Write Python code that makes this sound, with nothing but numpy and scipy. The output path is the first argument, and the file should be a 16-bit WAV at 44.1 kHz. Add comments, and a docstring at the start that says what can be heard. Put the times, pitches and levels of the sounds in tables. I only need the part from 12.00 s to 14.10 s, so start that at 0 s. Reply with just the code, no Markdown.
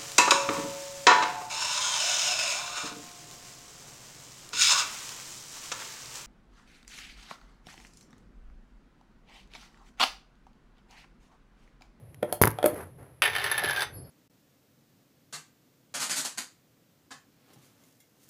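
"""Wood knocks and a settling metal object

In a small room a wooden panel is knocked and clacked, ringing its modes and its latch. A hand-held
camera is bumped and brushed by cloth. Then a thin metal object lands and rattles round on a hard
surface: each contact rings it anew, its beats come closer, its main ring sinks, and it settles.
A faint high squeak and the low rumble of handling remain."""
import sys
import numpy as np
from scipy import signal
from scipy.fft import rfft, irfft, next_fast_len
from scipy.io import wavfile
from scipy.ndimage import map_coordinates

SR = 44100
rng = np.random.default_rng(int(sys.argv[2]) if len(sys.argv) > 2 else 0)


def transcribe(u):
    """Save the signal u as a 16-bit wav file named by the first command-line argument.

    u: samples, shape (n,) or (channels, n), limited to [-1, 1]; the rate is SR.
    q: integer samples, one column per channel.
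    """
    v = np.clip(np.atleast_2d(u).T, -1, 1)
    q = np.round(v * 32767).astype(np.int16)
    wavfile.write(sys.argv[1], SR, q)


N = 92610


def amp(db):
    """Decibels to gain."""
    return 10 ** (np.asarray(db) / 20)


def along(points, hz):
    """Interpolate (Hz, value) points on a log frequency axis."""
    freqs, values = np.transpose(points)
    return np.interp(np.log(hz + 1), np.log(freqs + 1), values)


def at(points, s):
    """Interpolate (seconds, value) points linearly."""
    return np.interp(s, *np.transpose(points))


def clock(size=16384):
    """Sample times in seconds."""
    return np.arange(size) / SR


def add(track, s, x):
    """Mix x into the track at time s."""
    i = int(round(s * SR))
    track[i:i + len(x)] += x[:N - i]


def low_cut(x, hz):
    """Causal third-order high-pass."""
    return signal.sosfilt(signal.butter(3, hz, "highpass", fs=SR, output="sos"), x)


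def coloured(x, spectrum, size=2048):
    """Turn each impulse of x into a minimum-phase click with the given (Hz, dB) shape."""
    cepstrum = irfft(np.log(amp(along(spectrum, np.fft.rfftfreq(size, 1 / SR)))))
    cepstrum[1:size // 2] *= 2
    cepstrum[size // 2 + 1:] = 0
    click = irfft(np.exp(rfft(cepstrum)))
    return signal.fftconvolve(x, click / np.abs(click).max())[:N]


def burst(t60_s, tail_db):
    """An impulse with a decaying noise tail."""
    t = clock()
    tail = rng.standard_normal(len(t)) * amp(-60 * t / t60_s)
    return (t == 0) + amp(tail_db) * tail / np.linalg.norm(tail)


def ring(modes, scatter_db=0, detune_hz=0):
    """Damped sines from (Hz, dB, T60 in seconds) rows, with optional random level and pitch."""
    t = clock()
    draws = rng.standard_normal((len(modes), 2))
    return sum(amp(db + scatter_db * a - 60 * t / t60_s) * np.sin(2 * np.pi * (hz + detune_hz * b) * t)
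               for (hz, db, t60_s), (a, b) in zip(modes, draws))


def attack(rise_s):
    """Exponential rise from 0 to 1."""
    return 1 - np.exp(-clock() / rise_s)


def noise(spectrum):
    """Noise of rms 1 with the given (Hz, dB) shape."""
    gain = amp(along(spectrum, np.fft.rfftfreq(N, 1 / SR)))
    x = irfft(rfft(rng.standard_normal(N)) * gain, N)
    return x / np.sqrt(np.mean(x ** 2) + 1e-20)


def wobble(knots_per_s):
    """A smooth random curve."""
    return map_coordinates(rng.standard_normal(4096), [np.arange(N) * knots_per_s / SR], mode="wrap")


# Each row: frequency in Hz, reverberation T60 in seconds.
ROOM_DECAY = [(100, 0.39), (500, 0.26), (2000, 0.26), (6000, 0.19), (11000, 0.16), (16000, 0.15)]


def room(x, wet_db):
    """Add the small room's diffuse tail, 4 ms late; the treble dies first."""
    hz, t, bins = signal.stft(rng.standard_normal(SR // 2), SR, nperseg=256)
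    decay = amp(-60 * t / along(ROOM_DECAY, hz)[:, None])
    tail = signal.istft(bins * decay, SR, nperseg=256)[1]
    tail = np.pad(tail, (SR // 250, 0))
    return x + amp(wet_db) * signal.fftconvolve(x, tail / np.linalg.norm(tail))[:N]


# Each row: time in seconds, level in dB.
RUB_LEVEL = [(0, -67.5), (.2, -72.5), (.3, -47.5), (.39, -66), (.58, -50), (.72, -45), (.815, -40.5),
             (.86, -52), (.975, -80.5), (.987, -54.5), (1.08, -59.5), (1.2, -73.5), (1.9, -59), (2.1, -67)]
RUMBLE_LEVEL = [(0, -50), (.6, -49), (.66, -44), (.95, -50), (1.02, -46.5), (1.17, -55.5), (1.31, -44.5),
                (1.55, -50), (1.66, -40.5), (1.8, -50.5), (1.99, -40), (2.1, -49)]
# Each row: frequency in Hz, relative level in dB.
RUB_SPECTRUM = [(100, -11.5), (380, 3.5), (950, -2), (1700, -7.5), (3500, -26), (8000, -32.5),
                (9500, -21.5), (10700, -10), (12200, -18.5), (15500, -38.5)]
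RUMBLE_SPECTRUM = [(20, -31.5), (40, 2.5), (125, 2.5), (200, -13), (550, -16.5), (1000, -32), (3000, -59.5)]
HISS_SPECTRUM = [(600, -4.5), (2000, -1.5), (4000, -10.5), (8000, -19.5), (10800, 2), (13000, -12),
                 (16000, -30)]


def handling():
    """Cloth rubs unevenly on the camera, over handling rumble and a steady hiss."""
    t = clock(N)
    rub = amp(at(RUB_LEVEL, t) + 1.6 * wobble(140)) * noise(RUB_SPECTRUM)
    rumble = amp(at(RUMBLE_LEVEL, t)) * noise(RUMBLE_SPECTRUM)
    hiss = amp(-68.5) * noise(HISS_SPECTRUM)
    return rub + rumble + hiss


# Each row: frequency in Hz, relative level in dB, waver depth in Hz.
SQUEAK_TONES = [(4480, -73, 75), (5050, -72, 85), (10900, -59, 110), (11400, -59.5, 70)]
# Each row: time in seconds, gain in dB.
SQUEAK_GAIN = [(1.90, -22), (1.94, 5), (2.01, 3), (2.045, -2), (2.1, -1.5)]


def squeak(flicker_db=5):
    """Thin, faint tones waver and flicker after the rattle."""
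    t, tones = clock(N), np.zeros(N)
    for hz, db, waver_hz in SQUEAK_TONES:
        phase = 2 * np.pi * np.cumsum(hz + waver_hz * wobble(400)) / SR
        tones += amp(db + flicker_db * wobble(40)) * np.sin(phase)
    return tones * amp(at(SQUEAK_GAIN, t)) * (t > SQUEAK_GAIN[0][0])


# Each row: start in seconds, level in dB.
FINGER_TAPS = [(0.1448, -39)]
# Each row: frequency in Hz, relative level in dB.
TAP_SPECTRUM = [(300, -12), (2200, -0.5), (8500, -11), (11000, 4), (16000, -17.5)]


def finger_tap():
    """A finger touches the camera, faint and dry, before the first knock."""
    touches = np.zeros(N)
    for s, db in FINGER_TAPS:
        add(touches, s, amp(db) * burst(t60_s=0.013, tail_db=5.5))
    return coloured(touches, TAP_SPECTRUM)


# Each row: start in seconds, relative push level in dB, push pitch in Hz, thump gain in dB.
SHELL_BUMPS = [(0.4155, -10, 562, -11.5), (.4200, -16.5, 380, -21.5), (0.437, 1, 1480, -18.5),
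               (.448, -30.5, 800, -20), (0.4532, -15, 430, -28.5), (0.4731, -9, 1240, -22),
               (.480, -47.5, 600, -21)]
# Each row: start in seconds, relative level in dB.
SHELL_CRACKS = [(0.4159, -19), (.4374, -16.5)]
SHELL_TICKS = [(.4167, -5), (.4178, -12), (.4229, 0), (.430, -15), (.4381, -11), (.447, -17), (.4555, -9),
               (.4766, -9), (.5058, -24), (.5146, -27), (.7455, -33)]
# Each row: frequency in Hz, relative level in dB, T60 in seconds.
THUMP_MODES = [(73, -11, 0.13), (113.4, -1.5, 0.093), (167.3, 0.5, 0.029), (398, 7, 0.01),
               (945, 3.5, 0.012)]
CRACK_MODES = [(2200, 0, .012), (4900, -3, .005), (6700, -7, .005)]
# Each row: frequency in Hz, relative level in dB.
TICK_SPECTRUM = [(2500, -20.5), (6200, -18), (7800, -22), (9300, -20), (10300, -1.5), (11000, -7.5),
                 (11700, -2), (13000, -9), (16000, -21.5)]


def camera_bumps(push_t60_cycles=3.6, push_rise_cycles=0.3):
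    """Bumps push the camera's shell and ring its low modes, with sharp cracks and ticks."""
    body, ticks = np.zeros((2, N))
    for s, db, hz, thump_db in SHELL_BUMPS:
        push = ring([(hz, db + 7, push_t60_cycles / hz)]) * attack(push_rise_cycles / hz)
        thump = amp(thump_db) * ring(THUMP_MODES)
        add(body, s, -push - thump)
    for s, db in SHELL_CRACKS:
        add(body, s, amp(db) * ring(CRACK_MODES))
    for s, db in SHELL_TICKS:
        add(ticks, s, amp(db + 3) * burst(t60_s=0.012, tail_db=-15.5))
    return room(body + coloured(ticks, TICK_SPECTRUM), wet_db=-14)


# Each row: frequency in Hz, relative level in dB, T60 in seconds.
PANEL_MODES = [(255, -9, .14), (350, -7, .3), (482, -3, .08), (591, -1.5, .19), (680, -3, .06),
               (835, -4, .07)]


def panel(hz, thud_db=4.5, thud_t60_s=0.027):
    """Struck wood thuds at hz and rings on; the place of the blow favours the modes near hz."""
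    modes = [(f, db - 6 * np.log2(f / hz) ** 2, t60_s) for f, db, t60_s in PANEL_MODES]
    ringing = amp(-12.5) * ring(modes, scatter_db=1, detune_hz=2)
    thud = ring([(hz, thud_db, thud_t60_s)])
    return low_cut((ringing + thud) * attack(rise_s=0.00036), hz=173)


# Each row: frequency in Hz, relative level in dB, T60 in seconds.
LATCH_MODES = [(1369, 2, 0.019), (1710, -8, .026), (3330, -2, 0.012), (4390, -5.5, 0.016), (6640, -13, .02)]


def latch(top_hz):
    """The latch pings; a blow barely excites its modes above top_hz."""
    modes = [(f, db - 10 * np.log10(1 + (f / top_hz) ** 20), t60_s) for f, db, t60_s in LATCH_MODES]
    return ring(modes, scatter_db=2, detune_hz=50)


# Each row: start in seconds, wood gain in dB, pitch in Hz, clack, snap and latch gains in dB,
# latch cutoff in Hz.
PANEL_KNOCKS = [(0.2264, -23, 220, -46, -37, -37, 3000), (0.2291, -16.5, 532, -36, -31, -27.5, 3500),
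                (0.326, -21.5, 680, -36.5, -12, -26.5, 4700), (0.5871, -26, 740, -40, -37, -31, 3600),
                (0.6288, -22, 686, -36, -27.5, -24, 3600), (0.6419, -11, 543, -30, -23, -26.5, 3600),
                (.656, -19, 368, -32, -22, -42, 5000), (0.6599, -13, 580, -26.5, -10, -23, 7500),
                (.732, -29.5, 360, -61, -47, -65, 3000)]
# Each row: delay in seconds, gain in dB.
WALL_REFLECTIONS = [(.0098, -10.5), (.0165, -14)]
# Each row: frequency in Hz, relative level in dB.
CLACK_SPECTRUM = [(150, -29.5), (600, 9.5), (1400, 0.5), (2400, 4.5), (3300, -17), (5000, -26.5),
                  (9000, -39), (16000, -32)]
SNAP_SPECTRUM = [(500, -50.5), (3000, -17), (7500, -12.5), (9000, -1.5), (10400, 6), (11800, -4),
                 (13000, 4), (16000, -15)]


def knocks():
    """Each blow rings panel and latch, with a hard clack and a bright snap; near walls answer first."""
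    body, clack, snap = np.zeros((3, N))
    for s, db, hz, clack_db, snap_db, latch_db, top_hz in PANEL_KNOCKS:
        blow = amp(db) * panel(hz)
        add(body, s, blow + amp(latch_db) * latch(top_hz))
        add(clack, s, amp(clack_db) * burst(t60_s=0.032, tail_db=7.5))
        add(snap, s, amp(snap_db - 8.5) * burst(t60_s=0.014, tail_db=11))
        for delay_s, wall_db in WALL_REFLECTIONS:
            add(body, s + delay_s, amp(wall_db) * blow)
            add(snap, s + delay_s, amp(wall_db + snap_db - 15.5) * burst(t60_s=0.1, tail_db=14.5))
    body += coloured(clack, CLACK_SPECTRUM)
    return room(body, wet_db=-9.5) + room(coloured(snap, SNAP_SPECTRUM), wet_db=-7.5)


# Each row: time in seconds, relative level in dB.
CHATTER_LEVEL = [(1.222, -21), (1.27, -16), (1.30, -39), (1.338, -27), (1.362, -27.5), (1.425, -28.5),
                 (1.47, -24), (1.565, -29.5), (1.649, -27.5), (1.745, -27.5), (1.822, -23), (1.85, -61)]


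def rim_chatter(contacts_per_s=200, scatter_db=3, high_db=-5, main_db=-14, modes_db=-7):
    """List the light, irregular contacts between the beats; they barely ring the metal."""
    start_s, end_s = CHATTER_LEVEL[0][0], CHATTER_LEVEL[-1][0]
    jitter, strength, brightness = rng.standard_normal((600, 3)).T
    times = start_s + (np.arange(len(jitter)) + np.abs(jitter)) / contacts_per_s
    levels = at(CHATTER_LEVEL, times) + scatter_db * strength
    return [(s, db, high_db + 2 * bright, db + main_db, 0, modes_db)
            for s, db, bright in zip(times, levels, brightness) if s < end_s]


# Each row: start in seconds, contact gain in dB, extra high-ring gain in dB, main-ring level in dB.
RIM_BEATS = [(1.2208, -7, 5, -28), (1.222, -24, 1.5, -38), (1.2391, -13.5, 7.5, -23.5),
             (1.2544, -17, 12, -16.5), (1.259, -24.5, 15, -22), (1.274, -30, -6, -28),
             (1.299, -23.5, 6.5, -45), (1.352, -18.5, 3, -25), (1.3632, -18, 9, -21),
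             (1.384, -19.5, 1, -35), (1.398, -22.5, -9, -34), (1.4421, -15, 7, -20),
             (1.4636, -19.5, 6, -25), (1.515, -16, 16.5, -18), (1.5437, -27, -15, -22.5),
             (1.5794, -17.5, 14, -18.5), (1.583, -26.5, 22.5, -38), (1.594, -20, 7, -21.5),
             (1.6372, -21.5, 13.5, -19.5), (1.6458, -17.5, 9.5, -24), (1.6586, -22.5, 12, -24),
             (1.677, -27, -5, -21), (1.6879, -26.5, 18, -27), (1.6966, -19, 4, -22),
             (1.709, -18, 11, -21.5), (1.716, -26.5, 0, -19.5), (1.7317, -26.5, 15.5, -26),
             (1.7628, -20.5, 1, -31), (1.776, -25, -5, -18), (1.795, -21.5, 0, -24),
             (1.8073, -19.5, 10, -23), (1.8208, -15.5, -10, -31), (1.8302, -22.5, 9, -42)]
# Ticks sharpen as the object flattens. Each row: time in seconds, tick gain in dB.
BEAT_HARDNESS = [(1.22, 2), (1.36, 7), (1.82, 12)]
# Each row: time in seconds, pitch in Hz.
MAIN_RING_PITCH = [(1.22, 1830), (1.56, 1760), (1.68, 1665), (1.84, 1625)]
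# Each row: start in seconds, relative level in dB, pitch in Hz.
SURFACE_KNOCKS = [(1.629, -23.5, 700), (1.642, -22, 398)]
# Each row: frequency in Hz, relative level in dB, T60 in seconds.
METAL_MODES = [(829, -31, 0.33), (2770, -36, 0.067), (3050, -21.5, 0.096), (3590, -18, 0.1),
               (6100, -23.5, 0.036), (8350, -29, 0.081), (14900, -21, 0.024)]
LAST_CLINK_MODES = [(840, -31, .12), (3570, -39, .16), (3850, -29, .04), (4900, -23, .015),
                    (6095, -38, .17), (8344, -32, .06)]
# Each row: frequency in Hz, relative level in dB.
CLATTER_SPECTRUM = [(250, -33), (400, -1), (560, -6.5), (820, 1.5), (1150, -3), (1550, 2), (2100, 0),
                    (3300, -8.5), (4800, -11), (7200, -30), (9000, -35.5), (10500, -12), (13300, -30.5),
                    (14700, -11.5), (16000, -54.5)]
CLANG_SPECTRUM = [(900, -19.5), (1800, 4.5), (2300, 4.5), (2900, 3.5), (3600, 0.5), (4400, -27.5)]
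RIM_TICK_SPECTRUM = [(1000, -48.5), (2500, -3.5), (3700, 5), (5000, -1.5), (6500, -16), (16000, -22.5)]


def metal_rattle(main_t60_s=0.045, high_hz=11180, high_t60_s=0.038, clang_fade_s=0.35, clink_s=1.8215):
    """Each rim contact rings the metal; the landing clang fades, the main ring sinks, a clink ends it."""
    landing_s = CHATTER_LEVEL[0][0]
    beats = [(s, db, high_db, main_db, at(BEAT_HARDNESS, s), 0) for s, db, high_db, main_db in RIM_BEATS]
    clatter, clang, ticks, tones, main = np.zeros((5, N))
    for s, db, high_db, main_db, tick_db, modes_db in beats + rim_chatter():
        fade = np.exp(-(s - landing_s) / clang_fade_s)
        add(clatter, s, amp(db) * burst(t60_s=0.082, tail_db=5.5))
        add(clang, s, amp(db - 0.5) * fade * burst(t60_s=0.05, tail_db=6))
        add(ticks, s, amp(db + tick_db - 12) * burst(t60_s=0.0046, tail_db=2.5))
        main_ring = ring([(at(MAIN_RING_PITCH, s), main_db, main_t60_s)], detune_hz=28)
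        add(main, s, main_ring * attack(rise_s=0.001))
        high_ring = ring([(high_hz, high_db - 16, high_t60_s)], detune_hz=70)
        body_ring = amp(modes_db) * ring(METAL_MODES, scatter_db=5.5, detune_hz=28)
        add(tones, s, amp(db) * (body_ring + high_ring))
    for s, db, hz in SURFACE_KNOCKS:  # the surface rings too
        add(tones, s, amp(db) * panel(hz))
    add(tones, clink_s, ring(LAST_CLINK_MODES))
    contacts = (coloured(clatter, CLATTER_SPECTRUM) + coloured(clang, CLANG_SPECTRUM)
                + coloured(ticks, RIM_TICK_SPECTRUM) + low_cut(tones, hz=217))
    return room(main + amp(-4.5) * contacts, wet_db=-9)


def scene():
    """All sources at one microphone."""
    return (finger_tap() + knocks() + camera_bumps() + metal_rattle() + handling() + squeak())[None]


def record(dry):
    """The microphone loses the deep bass, rounds peaks near full scale and limits the band."""
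    top_hz, taper_hz = 16450, 800
    x = low_cut(dry, hz=88.3)
    rounded = x / (1 + np.abs(x) ** 8) ** (1 / 8)
    size = next_fast_len(N + SR // 2)
    low_pass = np.clip((top_hz - np.fft.rfftfreq(size, 1 / SR)) / taper_hz, 0, 1) ** 2
    return irfft(rfft(rounded, size) * low_pass, size)[:, :N]


dry = scene()
out = record(dry)
transcribe(out)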